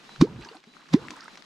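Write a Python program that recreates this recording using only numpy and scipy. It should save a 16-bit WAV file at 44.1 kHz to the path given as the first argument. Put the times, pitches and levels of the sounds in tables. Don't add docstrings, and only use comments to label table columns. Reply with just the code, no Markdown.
import sys
import numpy as np
from scipy.fft import rfft, irfft, next_fast_len
from scipy.io import wavfile
from scipy.ndimage import map_coordinates

SR = 44100
rng = np.random.default_rng(int(sys.argv[2]) if len(sys.argv) > 2 else 0)


def store_wav(level_fs):
    pcm = np.round(np.clip(np.atleast_2d(level_fs), -1, 1) * 32767)
    wavfile.write(sys.argv[1], SR, pcm.T.astype(np.int16))


N = 63945


def air_pockets():
    # start_s, level_db, pitch_hz, rise_hz_per_s, fade_s (time to fall 60 dB), linger_db, burst_after_s
    pockets = [(0.2196, 5, 226, 9990, 0.054, -24.5, 0.044),
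               (0.9415, 10.5, 225.4, 7580, 0.015, -13.5, 0.058)]
    attack_s, linger_fade_s, flutter_db = 0.004, 0.076, 3.5
    echo_s, echo_gain = 0.003, 0.31
    out = np.zeros(N)
    for start, db, hz, rise, fade_s, linger_db, burst_s in pockets:
        progress = np.clip(since(start) / burst_s, 0, 1)
        flutter = amp(flutter_db * progress ** 2 * wobble(per_s=220))
        for delay, gain in ((0, -1), (echo_s, echo_gain)):
            t = np.maximum(since(start + delay), 0)
            attack = 1 - np.exp(-(t / attack_s) ** 2)
            fade = amp(-60 * t / fade_s) + amp(linger_db - 60 * t / linger_fade_s)
            cutoff = np.exp(-(t / burst_s) ** 6)
            out += gain * amp(db) * attack * fade * flutter * cutoff * bubble_tone(t, hz, rise)
    return out * pan(-1.55)


def shoves():
    # peak_s, level_db, pitch_hz, rise_hz_per_s, swell_s
    swells = [(0.2192, -8, 164, 1174, 0.0069), (.943, -16, 170, 760, 0.0077)]
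    return sum(amp(db) * np.exp(-abs(since(peak)) / swell_s) * glide(since(peak), hz, rise)
               for peak, db, hz, rise, swell_s in swells)


def slaps():
    # peak_s, level_db, attack_s, fade_s, thud_db, ring_db (ring is then halved), ring_hz
    hits = [(0.213, -22, 0.00067, 0.023, -9, -13.5, 1140), (0.94, -25.5, 0.0049, 0.0064, -27.5, -43, 940)]
    # frequency_hz, level_db
    colours = [
        [(290, -22), (500, -4.5), (866, -10), (1180, -6.5), (1800, -14.5), (2390, -7.5), (2670, -18),
         (4500, -12), (6400, -20), (14500, -50.5)],
        [(550, -7.5), (950, -4), (1250, -10), (1960, -3.5), (2600, -10.5), (3000, -17.5), (3450, -7.5),
         (4100, -12), (5450, -13), (6780, -22.5), (14500, -43)],
    ]
    tail_db, tail_attack_s, tail_fade_s = -9, 0.005, 0.11
    ring_peak_s, thud_s = 0.0009, 0.0007
    out = np.zeros((2, N))
    for (peak, db, attack_s, fade_s, thud_db, ring_db, ring_hz), colour in zip(hits, colours):
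        t = since(peak)
        after, before = np.maximum(t, 0), np.minimum(t, 0)
        crack = np.exp(before / attack_s) * amp(-60 * after / fade_s)
        tail = np.exp(before / tail_attack_s) * amp(tail_db - 60 * after / tail_fade_s)
        ring_shape = after / ring_peak_s * np.exp(1 - after / ring_peak_s)
        ring = amp(ring_db) * ring_shape * np.sin(2 * np.pi * ring_hz * t) / 2
        hiss = noise(colour, likeness=[(1000, 0.94), (2200, 0.2), (5000, 1.0)])
        out += (ring + amp(db) * (crack + tail) * hiss) * pan(-3)
        out -= amp(thud_db) * np.exp(-(t / thud_s) ** 2)
    return out


def single_bubbles():
    # start_s, level_db, pitch_hz
    blubs = [(.244, -25, 262.5), (.271, -35.5, 878), (0.389, -39.5, 283), (0.433, -42.5, 840),
             (.449, -38.5, 1576), (0.456, -41, 347), (0.458, -41, 914), (.470, -38.5, 949),
             (0.4875, -39.5, 2780), (.488, -36.5, 4450), (0.512, -38, 406), (.551, -39, 264),
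             (.668, -42, 182), (.669, -49, 372), (.9415, -31, 941), (1.109, -38.5, 246), (1.135, -38, 956),
             (1.172, -42, 830), (1.199, -40, 1465), (1.219, -39, 1280), (1.236, -41, 1446)]
    base_hz, fade_s, rise_hz_per_s = 300, 0.087, 4100
    out = np.zeros(N)
    for start, db, hz in blubs:
        t = np.maximum(since(start), 0)
        pace = np.sqrt(hz / base_hz)
        attack = 1 - np.exp(-(t * hz) ** 2)
        out += amp(db - 60 * t * pace / fade_s) * attack * bubble_tone(t, hz, rise_hz_per_s * pace)
    return out


def gurgles_and_spray():
    # start_s, length_s, level_db, pitch_hz
    gurgles = [(0.249, .15, -43, 182.5), (0.968, .16, -47.5, 228)]
    spray = [(.41, 0.03, -49, 1850), (.455, 0.05, -53, 1087), (.515, .065, -53.5, 937),
             (.79, 0.043, -55.5, 1300), (0.98, 0.15, -52.5, 1102), (1.16, 0.1, -49, 1404)]
    out = np.zeros((2, N))
    for start, length, db, hz in gurgles:
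        out += amp(db) * bubble_cloud(start, length, per_s=330, hz=hz, spread=0.34,
                                      cycles=16.2, rise=1.0, scatter_db=0.5, width_db=-0.5)
    for start, length, db, hz in spray:
        patter = bubble_cloud(start, length, per_s=650, hz=hz, spread=0.247,
                              cycles=25.3, rise=0.31, scatter_db=6.5, width_db=3.5)
        fizz = bubble_cloud(start, length, per_s=760, hz=4490, spread=0.3,
                            cycles=17, rise=0.3, scatter_db=9, width_db=0.5)
        out += amp(db) * patter + amp(db - 6) * fizz
    return out * pan(-2)


def churn():
    # start_s, length_s, level_db
    stirs = [(0.228, 0.2, -47), (0.936, 0.13, -48)]
    # frequency_hz, level_db
    colour = [(25, -16.5), (70, -6.5), (350, -10.5), (600, -20.5), (1500, -24), (5000, -63.5)]
    calm_s = 0.025
    level = sum(amp(db) * (since(start) > 0) * np.exp(-np.maximum(since(start + length), 0) / calm_s)
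                for start, length, db in stirs)
    return level * noise(colour, likeness=[(60, 0.95), (250, 0.9)])


def near_drops():
    # start_s, level_db, pitch_hz, fade_s, click_db (compared with the ring), left_minus_right_db
    drops = [(0.0925, -36.5, 1200, 0.016, -15, -2), (.1604, -33, 1340, 0.0094, -6, -1),
             (0.447, -41.5, 5350, 0.031, -3, -3.5), (0.568, -47, 4100, 0.027, -32, -7),
             (.639, -47, 2100, 0.025, -4, 0), (.767, -43.5, 1185, 0.016, -14.5, 16),
             (.888, -43, 1490, 0.019, -5, -3.5), (1.084, -25, 1930, 0.007, -13, 7),
             (1.1056, -30.5, 1180, 0.022, 9.5, 2), (1.206, -40.5, 4680, 0.032, -11, -5.5),
             (1.2799, -34, 1310, 0.026, -14, -1.5), (1.355, -35, 2160, 0.0099, -3, 1),
             (1.373, -39.5, 1320, 0.036, 0.5, 1.5), (1.423, -36.5, 2280, 0.0041, -0.5, 21.5)]
    # frequency_hz, level_db
    colour = [(60, -52), (300, -3), (1200, -2.5), (5500, 0.5), (8000, -12.5), (14000, -43)]
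    attack_s, width_octaves, width_at_hz = 0.0004, 0.45, 1400
    click = noise(colour, likeness=[(1000, 0.9)])
    hiss = noise([(1000, 0)], likeness=[(1000, 0.98)])
    out = np.zeros((2, N))
    for start, db, hz, fade_s, click_db, pan_db in drops:
        t = np.maximum(since(start), 0)
        width = width_octaves * np.sqrt(width_at_hz / hz)
        ring = unit(filtered(hiss, lambda f: np.exp(-(np.log2((f + 1) / hz) / width) ** 2 / 2)))
        fade = (1 - np.exp(-(t / attack_s) ** 2)) * amp(-60 * t / fade_s)
        level = amp(db) * np.sqrt(np.mean(fade ** 2))
        out += pan(pan_db) * level * unit(fade * (ring + amp(click_db) * click))
    return out


def far_rain():
    # time_s, level_db
    levels = [(0, -53), (0.161, -49.5), (0.282, -56.5), (.45, -52.5), (.62, -60), (0.852, -55),
              (1.1, -51.5), (1.31, -52), (1.45, -54)]
    # frequency_hz, level_db
    colour = [(25, -3), (92, -25), (149, -1), (230, 1), (563, -7.5), (1190, -4), (1550, -7.5), (4100, -9.5),
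              (6700, -18.5), (14500, -41)]
    # frequency_hz, likeness (1 = the same)
    likeness = [(100, 0.42), (300, 0.86), (1000, 0.27), (3000, 0.15), (10000, 1)]
    flutter_db, tick_db = 1.5, -48
    level_db = np.interp(since(0), *np.transpose(levels)) + flutter_db * wobble(per_s=40)
    wash = amp(level_db) * noise(colour, likeness)
    ticks = bubble_cloud(0, N / SR, per_s=350, hz=2580, spread=0.35,
                         cycles=4.8, rise=0.1, scatter_db=7.5, width_db=0)
    return wash + amp(tick_db) * ticks


def bird():
    # start_s, level_db
    notes = [(0.076, -53), (.37, -60.5), (0.668, -61), (0.766, -63), (.99, -61), (1.29, -60)]
    length_s, pitch_hz, rise_hz_per_s, waver_hz = 0.098, 3933, 1000, 36.2
    out = np.zeros(N)
    for start, db in notes:
        t = np.clip(since(start), 0, length_s)
        hz = pitch_hz + rise_hz_per_s * t + waver_hz * wobble(per_s=150)
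        swell = np.sqrt(abs(np.sin(np.pi * t / length_s)))
        out += amp(db) * swell * np.sin(2 * np.pi * np.cumsum(hz) / SR)
    return out


def bubble_cloud(start, length, per_s, hz, spread, cycles, rise, scatter_db, width_db):
    out = np.zeros((2, N + SR))
    count = max(int(per_s * length), 1)
    chance = np.random.default_rng(rng.integers(2 ** 31))
    for k, (when, pitch, size, side) in enumerate(chance.standard_normal((count, 4))):
        f = hz * np.exp(spread * np.clip(pitch, -2, 2))
        life = min(cycles / f, 0.5)
        t = np.arange(int(life * SR)) / SR
        fade = (1 - np.exp(-t * f * 2)) * amp(-60 * t / life)
        ring = fade * glide(t, f, rise * f / life)
        at = int(np.clip(start + (k + when / 2) / per_s, 0, N / SR) * SR)
        out[:, at:at + len(t)] += pan(width_db * side) * amp(scatter_db * min(size, 2)) * ring
    return out[:, :N]


def bubble_tone(t, hz, rise, settle_s=0.056):
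    extra_cycles = rise * settle_s * (t - settle_s * (1 - np.exp(-t / settle_s)))
    return np.sin(2 * np.pi * (hz * t + extra_cycles))


def glide(t, hz, rise):
    return np.sin(2 * np.pi * (hz * t + rise * t * t / 2))


def noise(colour, likeness):
    def response(hz):
        angle = np.arccos(np.clip(along(likeness, hz), -1, 1)) / 2
        return amp(along(colour, hz)) * [np.cos(angle), np.sin(angle)]
    mid, side = filtered(rng.standard_normal((2, N)), response)
    return unit(np.array([mid + side, mid - side]))


def wind_filter(hz, edge_hz=127, cut_db=-8):
    return 1 - (1 - amp(cut_db)) / (1 + (hz / edge_hz) ** 18)


def filtered(x, response):
    size = next_fast_len(N + 8192)
    return irfft(rfft(x, size) * response(np.fft.rfftfreq(size, 1 / SR)), size)[..., :N]


def along(points, hz):
    freqs, values = np.transpose(points)
    return np.interp(np.log(hz + 1), np.log(freqs + 1), values)


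def wobble(per_s):
    return map_coordinates(rng.standard_normal(400), [np.arange(N) * per_s / SR], mode="mirror")


def amp(db):
    return 10 ** (np.asarray(db) / 20)


def unit(x):
    return x / np.sqrt(np.mean(x ** 2) + 1e-20)


def since(s):
    return np.arange(N) / SR - s


def pan(db):
    return amp(np.array([[db], [-db]]) / 2)


def scene():
    lag_s = 0.000014
    delays = np.array([[lag_s], [-lag_s]]) / 2
    plops = filtered(air_pockets() + shoves(), wind_filter) + slaps()
    plops = filtered(plops, lambda hz: np.exp(-2j * np.pi * hz * delays))
    water = plops + churn() + gurgles_and_spray() + filtered(single_bubbles(), wind_filter)
    return water + near_drops() + far_rain() + bird()


def record(dry):
    low_hz, top_hz = 35, 14600
    return filtered(dry, lambda hz: hz / np.hypot(hz, low_hz) * (hz < top_hz))


dry = scene()
out = record(dry)
store_wav(out)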